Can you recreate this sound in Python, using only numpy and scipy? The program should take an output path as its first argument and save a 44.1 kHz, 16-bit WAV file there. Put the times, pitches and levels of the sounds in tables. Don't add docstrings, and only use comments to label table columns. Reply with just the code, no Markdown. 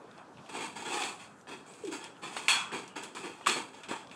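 import sys
import numpy as np
from scipy import signal
from scipy.fft import rfft, irfft
from scipy.io import wavfile
from scipy.ndimage import uniform_filter1d

SR = 44100
rng = np.random.default_rng(int(sys.argv[2]) if len(sys.argv) > 2 else 0)


def generate_wav(sig):
    pcm = np.round(np.clip(np.atleast_2d(sig).T, -1, 1) * 32767).astype(np.int16)
    wavfile.write(sys.argv[1], SR, pcm)


N = 183073
T = np.arange(N) / SR
RING_T = T[:SR]
RELEASE_DB_PER_S = 150.5

# pitch_hz [Hz], level_db [dB]
SHEET_COLOUR = [(150, -45), (380, -22.5), (570, -16.5), (950, -2), (1500, -5), (2100, -7.5), (2550, 3),
                (2950, -9.5), (3350, 1.5), (3750, -12), (4350, -11.5), (5600, -17), (6900, -10),
                (7400, -9.5), (7900, -7.5), (8700, -11), (11500, -23)]
# pitch_hz [Hz], level_db [dB]
BEND_COLOUR = [(40, -32), (70, -32), (130, -14), (210, -2.5), (380, 6), (480, 0), (590, -19.5), (820, -6),
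               (1150, -30.5), (3000, -41.5)]


def undb(db):
    return 10 ** (np.asarray(db) / 20)


def unit(x):
    return x / np.sqrt(np.mean(x ** 2))


def unit_energy(x):
    return x / np.sqrt(np.sum(x ** 2))


def at_hz(points, hz):
    f, value = np.transpose(points)
    return np.interp(np.log(np.maximum(hz, 1)), np.log(f), value)


def colour(x, points):
    size = 2048
    outline = undb(at_hz(points, np.fft.rfftfreq(size, 1 / SR)))
    cepstrum = irfft(np.log(outline))
    cepstrum[1:size // 2] *= 2
    cepstrum[size // 2 + 1:] = 0
    response = irfft(np.exp(rfft(cepstrum)))
    return signal.fftconvolve(x, response)[:len(x)]


def band(x, lo_hz, hi_hz, order=2):
    return signal.sosfilt(signal.butter(order, [lo_hz, hi_hz], "band", fs=SR, output="sos"), x)


def walk(rate_hz):
    k = int(SR / rate_hz)
    steps = np.repeat(rng.standard_normal(N // k + 1), k)
    return unit(uniform_filter1d(uniform_filter1d(steps, k), k)[:N])


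def add(out, start_s, x):
    i = int(start_s * SR)
    out[i:i + len(x)] += x[:len(out) - i]


def fade(t60_s):
    return np.exp(-np.log(1000) * RING_T / t60_s)


def slips(rate_hz, spread_db):
    size = undb(spread_db * np.minimum(rng.exponential(size=N), np.pi))
    happens = rng.random(N) < rate_hz / SR
    return unit(happens * rng.choice([-1, 1], N) * size)


def sheet_response(modes_db):
    # pitch_hz [Hz], level_db [dB], t60_s [s]
    strong_modes = [(910, 10, 0.27), (1010, -9, 1.0), (1150, 8, 0.6), (1717, 11.5, 0.34), (2530, -5, 0.41),
                    (2660, 9, 0.28), (2540, 6, 0.15), (2750, -7, 0.42), (2800, 3, .36), (3358, 9, 0.49),
                    (3275, -2, 0.3), (3500, -10, 0.49), (4240, -14, 0.23), (4400, 3.5, .3),
                    (7100, -8, 0.067), (7800, 11.5, 0.28), (8010, 13, 0.13)]
    # pitch_hz [Hz], t60_s [s]
    crowd_t60 = [(200, 0.088), (600, 0.47), (1100, 1), (1900, 0.43), (4000, 0.44), (8000, 0.36),
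                 (15000, 0.17)]
    crowd, strong = np.zeros(SR), np.zeros(SR)
    edges = np.geomspace(100, 17000, 16)
    for lo, hi in zip(edges, edges[1:]):
        noise = band(rng.standard_normal(SR), lo, hi, order=3)
        crowd += noise * fade(at_hz(crowd_t60, np.sqrt(lo * hi)))
    for hz, db, t60_s in strong_modes:
        strong += undb(db) * fade(t60_s) * np.sin(2 * np.pi * (hz * RING_T + rng.random()))
    return unit_energy(unit_energy(colour(crowd, SHEET_COLOUR)) + undb(modes_db) * unit_energy(strong))


def push(rise_s, hold_s):
    sag_db_per_s = 4.5
    held = np.maximum(RING_T - rise_s, 0)
    sag_db = sag_db_per_s * np.minimum(held, hold_s)
    release_db = RELEASE_DB_PER_S * np.maximum(held - hold_s, 0)
    return np.minimum(RING_T / rise_s, 1) * undb(-(sag_db + release_db))


def scraping(held_t60_s=0.18, direct_db=-3, low_trim_db=-1, hollow_hz=860, count=6):
    # [dB, edge]
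    strokes = [(0.0, 0.0072, 0.13, -67, 5, -3, -24), (0.13, 0.052, .005, -64, 0, 4, -7),
               (0.487, .005, .003, -49.5, -3, 0, -6.5), (0.505, .05, 0.099, -42.5, -1, -3.5, -5.5),
               (0.753, 0.013, 0.089, -46.5, -2.5, 0, -4.5), (0.85, 0.0084, 0.054, -43, 0.5, -0.5, -6.5),
               (0.885, 0.056, 0.12, -38, -4.5, 0.5, -4), (1.185, 0.013, 0.027, -51.5, -11, -21, -6),
               (1.469, 0.019, 0.049, -49, 3.5, -4, -8), (1.66, 0.005, 0.19, -61, 5.5, -6, 1),
               (1.907, .02, .012, -43, -1.5, -6, -2), (1.98, 0.046, 0.019, -50, -2.5, 1, -11),
               (2.214, 0.022, 0.047, -45, -1, -0.5, -8), (2.3, 0.038, 0.27, -49.5, -11, -10, -2.5),
               (2.361, 0.0046, 0.0082, -46, 0, -5.5, -1.5), (2.716, 0.015, 0.034, -41, 0.5, -6, -9),
               (2.954, .011, .012, -42.5, 1, -2, -7.5), (3.02, 0.0095, 0.0091, -50, 1, -10, -2.5),
               (3.148, 0.0026, 0.033, -46.5, -0.5, -7, -4), (3.22, 0.032, 0.017, -44.5, 3, -4, -9),
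               (3.32, 0.035, 0.15, -61, 1, 1, -4), (3.555, 0.014, 0.0069, -40, 1, -2, -6.5),
               (3.73, 0.006, 0.05, -55, -1.5, -2, -7), (3.883, 0.0085, 0.051, -44, -0.5, -1, -6.5),
               (4.11, 0.0044, 0.016, -56, -17, -8, -7)]
    # pitch_hz [Hz], level_db [dB]
    rub_colour = [(400, -5.5), (650, 6.5), (900, 7.5), (1300, 3), (1750, 4), (2550, 1), (3300, -1),
                  (4300, 1), (5500, -1.5), (7800, -2), (9000, -2.5), (12000, -7.5), (15500, -3.5)]
    out, places = np.zeros(N), []
    for _ in range(count):
        grains = unit(slips(rate_hz=2000, spread_db=4.0)[:SR])
        response = sheet_response(modes_db=-10) * fade(held_t60_s)
        ring = signal.fftconvolve(grains, response)[:SR]
        direct = undb(direct_db) * unit(colour(grains, SHEET_COLOUR))
        rub = colour(unit(ring) + direct, rub_colour)
        body = signal.sosfilt(signal.butter(4, 5500, fs=SR, output="sos"), rub)
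        body = body / np.std(band(body, 1700, 5000))
        bend = unit(colour(grains, BEND_COLOUR))
        hollow = unit(band(grains, hollow_hz / 1.14, hollow_hz * 1.133))
        hiss = unit(band(rub, 5240, 21050, order=4))
        places.append(np.array([body, bend, hollow, hiss]))
    for k, (start_s, rise_s, hold_s, level_db, low_db, hollow_db, hiss_db) in enumerate(strokes):
        layers = np.roll(places[k % count], rng.integers(SR), axis=1)
        gains = undb(level_db + np.array([0, low_db + low_trim_db, hollow_db, hiss_db]))
        add(out, start_s, gains @ layers * push(rise_s, hold_s))
    return out


def crack(hz, length_s, grit):
    t = RING_T[:SR // 40]
    force = t / length_s * np.exp(-2 * t / length_s)
    noise = unit(band(rng.standard_normal(len(t)), hz / 2.36, hz * 1.69, order=3))
    pulse = force * (np.sin(2 * np.pi * hz * t) + grit * noise)
    return pulse / np.abs(pulse).max()


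def struck(response):
    return response / np.std(response[:SR // 100])


def bites(thump_t60_s=0.52, direct_db=-3, uneven_db=3, blade_hz=4350, blade_db=-8, blade_t60_s=0.17):
    # start_s [s], crack_db [dB peak], crack_hz [Hz], crack_s [s], ring_db [dB],
    # grip_t60_s [s, added damping], thump_db [dB], crunch_db [dB], delay_s [s], spread_s [s]
    bite_rows = [(2.4831, -5.5, 2490, 0.00074, -23, 9.8, -47, -24, 0.022, 0.023),
                 (3.4692, -11, 1137, 0.0024, -24.5, 0.73, -34.5, -34, 0.045, 0.026)]
    out = np.zeros(N)
    for (start_s, crack_db, crack_hz, crack_s, ring_db,
         grip_t60_s, thump_db, crunch_db, delay_s, spread_s) in bite_rows:
        ring = sheet_response(modes_db=-9) * fade(grip_t60_s)
        thump = unit(colour(rng.standard_normal(SR), BEND_COLOUR)) * fade(thump_t60_s)
        add(out, start_s, undb(crack_db) * crack(crack_hz, crack_s, grit=0.33))
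        add(out, start_s, undb(ring_db) * struck(ring))
        add(out, start_s, undb(thump_db) * thump)
        swell = np.exp(-.5 * ((T - start_s - delay_s) / spread_s) ** 2) * (T > start_s)
        shear = undb(crunch_db) * swell
        grains = band(slips(rate_hz=4000, spread_db=5.5), 1800, 12400, order=1)
        grains = unit(grains * undb(uneven_db * walk(300)))
        blade_ring = unit_energy(band(ring * fade(blade_t60_s), blade_hz / 1.05, blade_hz * 1.05))
        response = unit_energy(unit_energy(ring) + undb(blade_db) * blade_ring)
        out += signal.fftconvolve(shear * grains, response)[:N]
        out += undb(direct_db) * shear * unit(colour(grains, SHEET_COLOUR))
    return out


def faint_ticks(count=14, mean_db=-43, spread_db=1, centre_hz=4200, octaves=.8, ring_db=-22):
    rows = []
    for _ in range(count):
        start_s = rng.uniform(0, T[-1])
        level_db = mean_db + spread_db * rng.standard_normal()
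        pitch_hz = centre_hz * 2 ** (octaves * rng.uniform(-0.96, 1))
        rows.append((start_s, level_db, pitch_hz, ring_db))
    return rows


def ticks(sheet, held_t60_s=0.38, length_s=0.0012, trim_db=-1):
    # start_s [s], level_db [dB peak before trim_db], pitch_hz [Hz], ring_db [dB re level_db]
    set_ticks = [(.184, -36.5, 760, -18), (.382, -45, 1400, -11), (0.461, -47.5, 2720, -10),
                 (.551, -29, 835, -16), (1.0202, -25.5, 3340, -10), (1.036, -22, 3200, -15),
                 (1.4122, -46, 5740, -27), (1.4711, -37, 1710, -23), (1.7364, -43.5, 6040, -12),
                 (1.8497, -38.5, 5600, -11), (1.8716, -39.5, 4900, -6), (2.0415, -30, 5310, -17),
                 (2.3663, -23.5, 824, -18), (2.3674, -28, 2860, -7.5), (2.7178, -29, 1800, -18),
                 (2.878, -37.5, 5760, -14.5), (2.9629, -33, 1750, -13), (3.0343, -35.5, 7100, -7.5),
                 (3.1495, -36.5, 3380, -16), (3.169, -30.5, 1130, -13), (3.4105, -35, 1200, -20),
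                 (3.461, -29, 1770, 1), (3.4962, -17.5, 4200, -13), (3.5625, -27.5, 615, -24),
                 (3.8341, -34, 3060, -10.5), (3.8855, -34, 3000, -14), (3.911, -26.5, 2270, -27),
                 (3.9115, -23.5, 400, -11.5), (4.113, -35, 2660, -17)]
    out = np.zeros(N)
    damped = sheet * fade(held_t60_s)
    for start_s, level_db, pitch_hz, ring_db in list(set_ticks) + faint_ticks():
        click = crack(pitch_hz, length_s + 1 / pitch_hz, grit=1)
        ring = struck(band(damped, pitch_hz / 2, pitch_hz * 2, order=1))
        add(out, start_s, undb(level_db + trim_db) * click)
        add(out, start_s, undb(level_db + ring_db + trim_db) * ring)
    return out


def squeaks(jitter_depth=.05, flutter_db=3):
    # [dB, rms at mid-squeak before flutter]
    squeak_rows = [(1.654, 0.1, 6900, 8800, -60), (2.146, 0.04, 3120, 2880, -63),
                   (2.876, 0.092, 2920, 2820, -59.5), (3.428, 0.039, 2880, 3040, -55)]
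    out = np.zeros(N)
    jitter = 1 + jitter_depth * walk(1200)
    flutter = unit(undb(flutter_db * walk(360)))
    for start_s, length_s, start_hz, end_hz, level_db in squeak_rows:
        progress = np.clip((T - start_s) / length_s, 0, 1)
        hz = (start_hz + (end_hz - start_hz) * progress) * jitter
        tone = np.sqrt(2) * np.sin(2 * np.pi * np.cumsum(hz) / SR)
        out += undb(level_db) * np.sin(np.pi * progress) * tone
    return out * flutter


def buckling(flap_hz=48, depth=0.8, unsteady=.09, loosen_s=.04, length_s=.12, judder_db=-7):
    start_s, rise_s, level_db, decay_db_per_s = 1.835, 0.0048, -34.5, 102
    start_hz, end_hz, sink_s = 415, 325, .024
    t = np.maximum(T - start_s, 0)
    given = np.maximum(t - rise_s, 0)
    pitch = end_hz + (start_hz - end_hz) * np.exp(-t / sink_s)
    pitch = pitch * (1 + unsteady * walk(200))
    flap = np.sin(2 * np.pi * np.cumsum(flap_hz * (1 + 0.32 * walk(60))) / SR)
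    loose = np.minimum(given / loosen_s, 1)
    tone = np.sqrt(2) * (1 + depth * loose * flap) * np.sin(2 * np.pi * np.cumsum(pitch) / SR)
    judder = undb(judder_db) * loose * unit(colour(rng.standard_normal(N), BEND_COLOUR))
    db = level_db - decay_db_per_s * given - RELEASE_DB_PER_S * np.maximum(t - length_s, 0)
    return np.minimum(t / rise_s, 1) * undb(db) * (tone + judder)


def outdoors(level_db=-53, flicker_db=2.5):
    # pitch_hz [Hz], level_db [dB]
    air_colour = [(25, -71), (55, -18), (110, -1), (200, 5.5), (350, 1), (600, 0.5), (950, 0.5),
                  (1500, -3.5), (2100, -17.5), (4000, -20.5), (8000, -24), (12000, -35), (16000, -53)]
    noise = unit(colour(rng.standard_normal(N), air_colour))
    spectrum, hz = rfft(noise), np.fft.rfftfreq(N, 1 / SR)
    edges = [0, 250, 600, 1200, 2500, 6000, SR]
    out = np.zeros(N)
    for lo, hi in zip(edges, edges[1:]):
        part = irfft(spectrum * ((hz >= lo) & (hz < hi)), N)
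        out += part * undb(level_db + flicker_db * walk(23.95))
    return out


def scene():
    catches = ticks(sheet_response(modes_db=-17.5))
    return (scraping() + bites() + catches + squeaks() + buckling() + outdoors())[None]


def record(dry):
    # pitch_hz [Hz], level_db [dB]
    mic_response = [(25, -25), (65, -1.5), (8500, -2), (10500, -2.5), (12500, -8.5), (15500, -13.5)]
    top_cut = signal.ellip(8, .2, 70, 15600, fs=SR, output="sos")
    return signal.sosfilt(top_cut, colour(dry[0], mic_response))[None]


dry = scene()
out = record(dry)
generate_wav(out)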